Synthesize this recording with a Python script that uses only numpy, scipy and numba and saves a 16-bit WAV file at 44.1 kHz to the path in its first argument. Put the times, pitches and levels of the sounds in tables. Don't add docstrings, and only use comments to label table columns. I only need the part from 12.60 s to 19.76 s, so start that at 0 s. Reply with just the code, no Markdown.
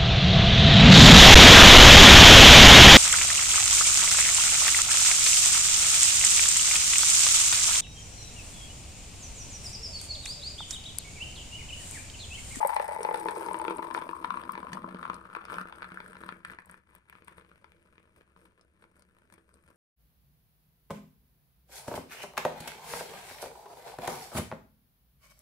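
import sys
import numpy as np
from scipy import signal
from scipy.fft import rfft, irfft, next_fast_len
from scipy.io import wavfile
from scipy.ndimage import uniform_filter1d, map_coordinates
from numba import njit

SR = 44100
rng = np.random.default_rng(int(sys.argv[2]) if len(sys.argv) > 2 else 0)


def transcribe(u):
    v = np.clip(np.atleast_2d(u).T, -1, 1)
    q = np.round(v * 32767).astype(np.int16)
    wavfile.write(sys.argv[1], SR, q)


N = 315756

# pitch_hz, level_db
RUMBLE = [(20, -7.5), (48, -21.5), (65, 0.5), (110, -7), (185, -9.5), (285, -20), (330, -11), (470, -24),
          (630, -28), (1100, -22.5), (2500, -26.5), (7000, -44.5), (9000, -30), (16000, -59.5)]
# pitch_hz, t60_s
ROOM = [(200, 0.11), (1500, 0.23), (10000, 0.015)]
# pitch_hz, level_db, phase_radians
FAR = [(100, -2, .1), (520, 0, -.2), (650, 4.5, -.8), (830, -9, -3), (1000, -14, -6), (1150, -12, -9),
       (1450, -2, -12.2), (1750, -6, -12.5), (2000, -2, -12.5), (2300, -8, -13), (2700, -3, -12.7),
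       (3200, -10, -12.6), (5200, -7, -12.4), (7000, 7, -12.9), (8500, -5, -12.8), (9300, -15, -13.4),
       (10200, -26, -14), (12000, -10, -13), (16000, 2, -13)]
# pitch_hz, level_db
NEAR = [(60, -0.5), (150, -4.5), (480, 6.5), (630, 6.5), (850, 4), (1750, 0.5), (1950, -9), (2300, -2.5),
        (2900, -10.5)]
# time_s, patter_db, thud_db, spray_db
STREAM = [(0, -34, -61, -36.5), (.1, -40.5, -59.5, -39.5), (.4, -46.5, -54.5, -43.5), (.8, -43, -48, -40.5),
          (1.1, -43.5, -48, -47.5), (1.45, -48.5, -52.5, -49.5), (2.3, -51, -51.5, -59.5),
          (2.8, -53, -63.5, -65), (3.5, -52.5, -56.5, -54.5), (3.84, -62.5, -69.5, -72),
          (4.22, -73.5, -82, -79.5), (4.45, -67.5, -83.5, -76.5), (4.9, -61.5, -68.5, -66),
          (5.7, -68.5, -76, -72.5), (6.2, -70, -75.5, -72.5), (7.16, -66.5, -71.5, -62.5)]
# start_s, length_s (until it drains), lift_db
GUSHES = [(1.352, 0.013, 10), (2.109, 0.061, 6.5), (2.382, 0.18, 5), (2.719, 0.045, 7.5), (2.881, 0.13, 11),
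          (3.586, 0.15, 5.5), (3.671, 0.12, 6), (3.856, 0.068, 15), (3.979, 0.043, 6), (4.045, 0.12, 13),
          (4.263, 0.045, 9), (4.327, 0.011, 19.5), (4.474, 0.13, 8), (4.658, 0.045, 10.5),
          (4.756, 0.032, 10), (5.545, 0.06, 8), (5.753, 0.11, 8.5), (6.193, 0.053, 7.5),
          (6.344, 0.069, 5.5), (6.703, 0.035, 8.5), (6.934, 0.032, 2)]
# time_s, air_hz, air_width_hz, liquid_hz, liquid_width_share (of liquid_hz), upper_air_db
FILL = [(0, 830, 99, 610, 0.067, -3.5), (.33, 860, 104, 600, 0.14, 4), (.5, 851, 109, 468, 0.32, 0.5),
        (1.1, 903, 143.3, 329, 0.25, -5), (1.6, 984, 153, 271, 0.26, -13.5),
        (2.2, 1000, 220, 197, 0.3, -11.5), (3, 1160, 428, 178, 0.96, -17), (4, 1544, 710, 183, 0.61, -33),
        (4.7, 2030, 1100, 164, 1.3, -37), (5.8, 2033, 1390, 203, 0.87, -22.5),
        (7.16, 1673, 1320, 190, 0.58, -2.5)]
# pitch_hz, width_hz, level_db
COUNTER = [(182.6, 13.6, 10), (250.3, 6.7, -0.5), (334.7, 8.8, 5.5), (450, 81, 1.5)]
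# pitch_hz, level_db
SPRAY = [(2500, -27.5), (5000, -12.5), (7000, -23.5), (8300, -0.5), (9500, -0.5), (11000, -12),
         (12500, -15), (14500, -24), (15500, -37)]
# pitch_hz, level_db
SPLASH = [(300, -22), (620, -21.5), (1000, 1.5), (1500, -2), (2250, -1), (3200, -2.5), (4300, -8),
          (5500, -21), (7000, -32.5), (9500, -14.5), (12500, -37.5), (16000, -64)]
# start_s, level_db, finest_droplets_db, biggest_droplets_db (last two against level_db)
TICKS = [(0.0235, -41.5, -6.5, -5), (0.073, -25.5, 1, -13), (0.145, -35.5, -9.5, -2.5),
         (0.165, -35, -15.5, 1), (0.4312, -25.5, -37, -1), (0.545, -36.5, -12, 3), (0.599, -35.5, -14, -2),
         (0.709, -37, -25, -5), (0.753, -42.5, -32.5, 3), (0.863, -40, -28, 3), (0.9322, -36, -31.5, -6.5),
         (0.9887, -36.5, -19.5, -14), (1.0154, -37, -27, -1), (1.1695, -37, -23.5, -17),
         (1.343, -39, -7, 7), (1.9208, -43, 4, -2), (2.1326, -38.5, -11, 12), (2.5429, -38.5, -30, 4),
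         (2.852, -48.5, -10, 9.5), (2.918, -55, -5, -4), (2.94, -50.5, -4, 14), (3.014, -55, 1, 13),
         (3.158, -50.5, -11, 3), (3.851, -42.5, -29, -1), (4.058, -48, -7, -14),
         (4.1127, -43.5, -10.5, -15), (4.352, -51, 2.5, -1), (4.4984, -50.5, 0, -8),
         (4.6465, -51.5, -6.5, -3), (4.6817, -47.5, -3.5, -16), (6.011, -62.5, -20, 16.5),
         (6.4223, -55.5, -14, 7.5), (6.7252, -51.5, -7, 5), (6.9407, -53.5, -25, 4)]
# start_s, level_db, thud_db, splash_db (last two against level_db)
SLAPS = [(0.015, -26, -32, -36), (0.028, -14.5, -26, -49), (0.048, -16, -7, -55), (0.093, -20, -32, -40),
         (0.131, -20.5, -40, -34), (0.165, -19, -31, -16), (0.198, -19.5, -8.5, -22),
         (0.287, -25.5, -6, -36), (0.313, -28, -5, -33), (0.362, -25, -6, -44), (0.389, -29.5, -5, -35),
         (0.406, -29, -2, -21), (0.449, -19, -9, -22), (0.474, -26.5, -29, -35), (0.488, -18, -10, -47),
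         (0.511, -22, -7.5, -27), (0.544, -23, -10.5, -19.5), (0.657, -19, -9, -50),
         (0.685, -25.5, -6, -10), (0.757, -29, -25, -37), (0.868, -33, -1, -33), (0.885, -24.5, -9.5, -26),
         (0.911, -23.5, -9, -31), (0.93, -40, -11, -15), (0.944, -27, -5.5, -18.5),
         (0.998, -24.5, -17, -27), (1.016, -26, -27, -23), (1.05, -27, -7, -19), (1.081, -25.5, 0, -15),
         (1.107, -22.5, -4.5, -22.5), (1.191, -24, -6, -37), (1.227, -26.5, -24, -17.5),
         (1.288, -37, -15, -27), (1.31, -26.5, -13, -19.5), (1.348, -27, -7.5, -14), (1.376, -21, -35, -27),
         (1.421, -25, -13.5, -23.5), (1.491, -27, -7.5, -22), (1.531, -23.5, -39, -49),
         (1.645, -23, -15, -18), (1.705, -18.5, -40, -26.5), (1.741, -22.5, -19, -30),
         (1.772, -23, -19.5, -24.5), (1.836, -44, -25, -6.5), (1.893, -20, -28, -31.5),
         (1.953, -28, -28, -20.5), (1.977, -26.5, -8, -21), (2.029, -28, -9, -27), (2.069, -29.5, -25, -26),
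         (2.131, -27, -34, -15.5), (2.171, -23, -25, -38), (2.243, -24, -5, -63),
         (2.346, -38.5, 8.5, -11.5), (2.429, -29, -36, -18), (2.453, -31, -25, -17.5),
         (2.499, -20, -17, -24.5), (2.751, -35, -48, -11.5), (2.768, -24, -14.5, -39),
         (2.853, -45.5, -25, -8.5), (2.883, -32, -30, -28), (2.905, -30, -23, -27), (2.942, -31, -25, -15),
         (2.984, -21, -50, -24), (3.055, -33, -6.5, -34), (3.125, -28.5, -34, -24),
         (3.221, -28.5, -43, -19), (3.228, -29, -42, -19), (3.244, -28.5, -38, -20.5),
         (3.319, -37.5, -1, -12.5), (3.373, -22, -65, -59), (3.403, -31, -51, -19), (3.554, -43, -24, -15),
         (3.568, -35.5, -20, -18.5), (3.636, -39.5, -2, -15), (3.69, -25.5, -27, -19.5),
         (3.724, -27, -11.5, -27), (3.849, -35, -14, -12.5), (3.854, -33.5, -21, -30),
         (3.899, -25, -37, -35), (3.925, -58, -35, -38), (3.935, -39, -28, -16.5),
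         (3.987, -27.5, -21.5, -26.5), (4.091, -49.5, -46, -40), (4.142, -36, -18, -26),
         (4.35, -48, -44, -16.5), (4.498, -31.5, -30, -36), (4.527, -39.5, -19, -22), (4.53, -53, -25, -17),
         (4.553, -50, -2, -14), (4.622, -49.5, -1, -16), (4.681, -30, -22.5, -24), (4.696, -48, -30, -33),
         (4.782, -45.5, -3, -11.5), (4.811, -49, -6, -19), (4.915, -53.5, 0, -13), (5.044, -37, -39, -21.5),
         (5.381, -32.5, -23, -40.5), (5.61, -38.5, -16.5, -27), (5.763, -50.5, -4, -18),
         (6.223, -40.5, -17, -25), (6.24, -48, -12, -15), (6.422, -47.5, -14, -29.5), (6.724, -51, -8, -18)]

LAG_S, TOP_HZ = 8 / SR, 16400
RUMBLE_TOP_DB, RUMBLE_KNEE_DB, RUMBLE_FOLLOWS = -60.5, -49, 0.5
GUSH_ATTACK_S, GUSH_FALL_DB_PER_S = 0.016, 284
THUD_FOLLOWS, SPRAY_FOLLOWS = 1, 1.49
THUD_LAG_S, SPRAY_FLOOR_DB = 0.008, -79.5
SLUGS_PER_S, SLUG_JITTER = 85, .9
EVEN, UNEVEN_PER_S2 = .75, .02
TYPICAL_DB, SMALLEST_ODDS = 9, .07
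SCATTER_DB, CHURN_DB = 7, -46.5
BURST_DB = 21.5
BUBBLE_DB, BUBBLE_SCATTER = -11.5, .2
BUBBLE_RISE, BUBBLE_CYCLES = 0.31, 4
DENT, DENT_S = 0.26, 0.0014
UPPER_WIDTH, SLAP_WIDTH = 5, 0.82
HUSH_S, HUSH_DB = 0.032, -1
AIR_DB, SPLASH_DB, LIQUID_DB, COUNTER_DB = 4, 30, -2, 20.5
COARSE_DB, FINE_DB = 22.5, 34


def amp(db):
    return 10 ** (np.asarray(db) / 20)


def unit(x):
    return x / np.sqrt(np.mean(x ** 2) + 1e-20)


def along(points, hz, column=1):
    rows = np.transpose(points)
    return np.interp(np.log(hz + 1), np.log(rows[0] + 1), rows[column])


def curves(rows):
    s, *cols = np.transpose(rows)
    return [np.interp(np.arange(N) / SR, s, c) for c in cols]


def filtered(x, response):
    m = next_fast_len(N + SR // 2)
    return irfft(rfft(x, m) * response(np.fft.rfftfreq(m, 1 / SR)), m)[..., :N]


def causal(spectrum):
    def response(hz):
        cepstrum = irfft(np.log(amp(along(spectrum, hz))))
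        half = len(cepstrum) // 2
        cepstrum[1:half] *= 2
        cepstrum[half + 1:] = 0
        return np.exp(rfft(cepstrum))
    return response


@njit
def turn(x, step):
    out, z = np.zeros(len(x)), 0j
    for i in range(len(x)):
        z = z * step[i] + x[i]
        out[i] = z.real
    return out


def ring(x, hz, width_hz, onset):
    def once(v, width):
        return turn(v, np.exp((2j * hz - np.abs(width)) * np.pi / SR))
    onset_hz = onset * width_hz
    swell = once(x, onset_hz) * 2 * np.pi * onset_hz / SR
    return once(swell, width_hz)


def blows(s, gain):
    return np.bincount(np.clip(np.round(s * SR).astype(int), 0, N - 1), gain, N)


def spread(x, t60, apart):
    t = np.arange(SR // 20) / SR
    common, *own = rng.standard_normal((3, N))
    puffs = signal.fftconvolve(x, amp(-60 * t / t60))[:N]
    return puffs * (common + apart * np.array(own))


def wobble(rate):
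    knots = rng.standard_normal(int(N * rate / SR) + 4)
    return map_coordinates(knots, [np.arange(N) * rate / SR])


def stream():
    t, lift_db = np.arange(N) / SR, np.zeros(N)
    for s, length, db in GUSHES:
        attack_db = db * np.clip((t - s) / GUSH_ATTACK_S, 0, 1)
        drain_db = GUSH_FALL_DB_PER_S * np.maximum(t - s - length, 0)
        lift_db = np.maximum(lift_db, attack_db - drain_db)
    late_db = np.interp(t - THUD_LAG_S, t, lift_db)
    patter_db, thud_db, spray_db = curves(STREAM)
    spray_db = np.maximum(spray_db + SPRAY_FOLLOWS * lift_db, SPRAY_FLOOR_DB)
    return patter_db + lift_db, thud_db + THUD_FOLLOWS * late_db, spray_db


def rumble():
    def colour(hz):
        hum = 0.8 / (1 + ((hz - 65) / 3) ** 2)
        return amp(along(RUMBLE, hz)) + hum
    common, left, right = filtered(rng.standard_normal((3, N)), colour)
    patter_db = uniform_filter1d(stream()[0], size=SR // 12)
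    under_db = np.minimum(patter_db - RUMBLE_KNEE_DB, 0)
    return amp(RUMBLE_TOP_DB + RUMBLE_FOLLOWS * under_db) * unit(common + 0.51 * np.array([left, right]))


def room(x):
    hz, t, z = signal.stft(rng.standard_normal((2, SR // 3)), SR, nperseg=256)
    decay = amp(-60 * t / along(ROOM, hz)[:, None])
    bass_cut = (hz ** 2 / (hz ** 2 + 400 ** 2))[:, None]
    tail = signal.istft(z * decay * bass_cut, SR, nperseg=256)[1]
    late = np.pad(x, ((0, 0), (150, 0)))
    return signal.fftconvolve(late, tail / np.linalg.norm(tail[0]), axes=1)[:, :N]


def bubbles(air_hz):
    place, size = rng.random((2, 1200))
    start, t = (place * N).astype(int), np.arange(SR // 40)
    scatter = np.exp(BUBBLE_SCATTER * rng.standard_normal(len(start)))
    hz = (air_hz[start] * (1 - BUBBLE_RISE / 2) * scatter)[:, None]
    age = t * hz / SR / BUBBLE_CYCLES
    tone = np.sin(2 * np.pi * BUBBLE_CYCLES * age * (1 + BUBBLE_RISE * age / 2))
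    plinks = size[:, None] ** 3 * age * np.exp(-4 * age) * tone
    return unit(np.bincount((start[:, None] + t).ravel(), plinks.ravel(), N + len(t))[:N])


def spray(coarse, fine, big):
    colour = causal(SPRAY)
    def above(f):
        return 1 / (1 + (11000 / (f + 1)) ** 16)
    def below(f):
        return 1 / (1 + (f / 7000) ** 16)
    middle = filtered(spread(coarse, .007, apart=1.0), lambda f: colour(f) * (1 - above(f) - below(f)))
    dull = filtered(spread(big, 0.012, apart=0.96), lambda f: colour(f) * below(f))
    bright = filtered(spread(fine, 0.0063, apart=1.44), lambda f: colour(f) * above(f))
    return middle + dull + bright


def splash(x):
    return filtered(2.2 * x + spread(x, 0.012, apart=0.52), causal(SPLASH))


def counter(f):
    return sum(amp(g) * 1j * f * w / (c * c - f * f + 1j * f * w) for c, w, g in COUNTER)


def liquid(x, hz, width_hz):
    return filtered(ring(x, hz, width_hz, 6.07), lambda f: amp(-6.0) + counter(f))


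def dent(s):
    settling = np.exp(-np.arange(SR // 50) / (DENT_S * SR))
    return 1 + DENT * signal.fftconvolve(blows(s, None), settling)[:N]


def air(x, column, width=1, sharp=1):
    hz, width_hz, upper_db = column
    first = ring(x, sharp * hz, width * width_hz, 1.72)
    upper = ring(x, 2.356 * hz, UPPER_WIDTH * width_hz, 0.69)
    return first + amp(upper_db) * upper


def slug_size_db(s, odds):
    uneven = EVEN + UNEVEN_PER_S2 * s ** 2
    return uneven * (-5 * np.log(odds + SMALLEST_ODDS) - TYPICAL_DB)


def random_patter(column, liquid_hz, liquid_width_hz):
    patter_db, thud_db, spray_db = stream()
    draw = rng.random((1200, 8))
    drop_s = draw[:, 0] * N / SR
    drop_db = slug_size_db(drop_s, draw[:, 1])
    slug = np.arange(SLUGS_PER_S * N // SR)
    slug_s = (slug + SLUG_JITTER * draw[slug, 2]) / SLUGS_PER_S
    slug_db = slug_size_db(slug_s, draw[slug, 1])

    def drops(k, weight, scatter_db):
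        return blows(drop_s, amp(weight * drop_db + scatter_db * draw[:, k]))

    def burst(k):
        return blows(slug_s, amp(1.4 * slug_db + BURST_DB - 8.8 * draw[slug, k]))

    small = blows(slug_s, amp(slug_db + SCATTER_DB * draw[slug, 3]))
    small = small + amp(CHURN_DB) * rng.standard_normal(N)
    heavy = drops(3, 1.0, 8.1) + amp(-27) * rng.standard_normal(N)
    ringing = unit(air(small, column, sharp=dent(slug_s)))
    splashing = amp(-2.0) * unit(splash(drops(6, 1.0, 25.3) + burst(6)))
    patter = amp(patter_db) * (ringing + splashing + amp(BUBBLE_DB) * bubbles(column[0]))
    thuds = unit(liquid(heavy, liquid_hz, liquid_width_hz)) + amp(-8.5) * unit(filtered(heavy, counter))
    foam = amp(-35)
    coarse = drops(4, 0.44, 23) + burst(4) + foam
    fine = amp(6.5) * (drops(5, 0.59, 18) + burst(5) + foam)
    big = drops(7, 0.68, 20) + burst(7) + foam
    return patter + amp(thud_db) * thuds + amp(spray_db) * unit(spray(coarse, fine, big))


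def hush(s):
    necking = uniform_filter1d(blows(s, None) * 1., size=round(HUSH_S * SR)) * HUSH_S * SR
    return amp(HUSH_DB * uniform_filter1d(np.clip(necking, 0, 1), size=SR // 400))


def loud_ticks():
    s, db, fine, big = np.transpose(TICKS)
    return spray(blows(s, amp(db + COARSE_DB)), blows(s, amp(db + fine + FINE_DB)),
                 blows(s, amp(db + big + COARSE_DB)))


def loud_slaps(column, liquid_hz, liquid_width_hz):
    s, db, thud_db, splash_db = np.transpose(SLAPS)
    def soft(f):
        return 1 / (1 + 1j * f / 7000) ** 2
    ringing = filtered(air(blows(s, amp(db + AIR_DB)), column, SLAP_WIDTH, dent(s)), soft)
    splashing = splash(blows(s, amp(db + splash_db + SPLASH_DB)))
    thuds = blows(s, amp(db + thud_db))
    body = amp(LIQUID_DB) * liquid(thuds, liquid_hz, liquid_width_hz)
    return ringing + splashing + body + amp(COUNTER_DB) * filtered(thuds, counter)


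def pour():
    air_hz, width_hz, liquid_hz, liquid_width, upper_db = curves(FILL)
    air_hz = air_hz * (1 + 0.033 * wobble(50))
    liquid_hz = liquid_hz * (1 + 0.12 * wobble(30))
    glass = (air_hz, width_hz, upper_db), liquid_hz, liquid_width * liquid_hz
    patter = random_patter(*glass) * hush(np.transpose(SLAPS)[0])
    return filtered(patter + loud_slaps(*glass) + loud_ticks(), causal(NEAR))


def scene():
    glass = pour()
    near, far = glass + amp(-12.5) * room(glass) + rumble()
    def shade(hz):
        phase = along(FAR, hz, column=2) - 2 * np.pi * hz * LAG_S
        return amp(along(FAR, hz)) * np.exp(1j * phase)
    return np.array([near, filtered(far, shade)])


def record(dry):
    return filtered(dry, lambda hz: hz < TOP_HZ)


dry = scene()
out = record(dry)
transcribe(out)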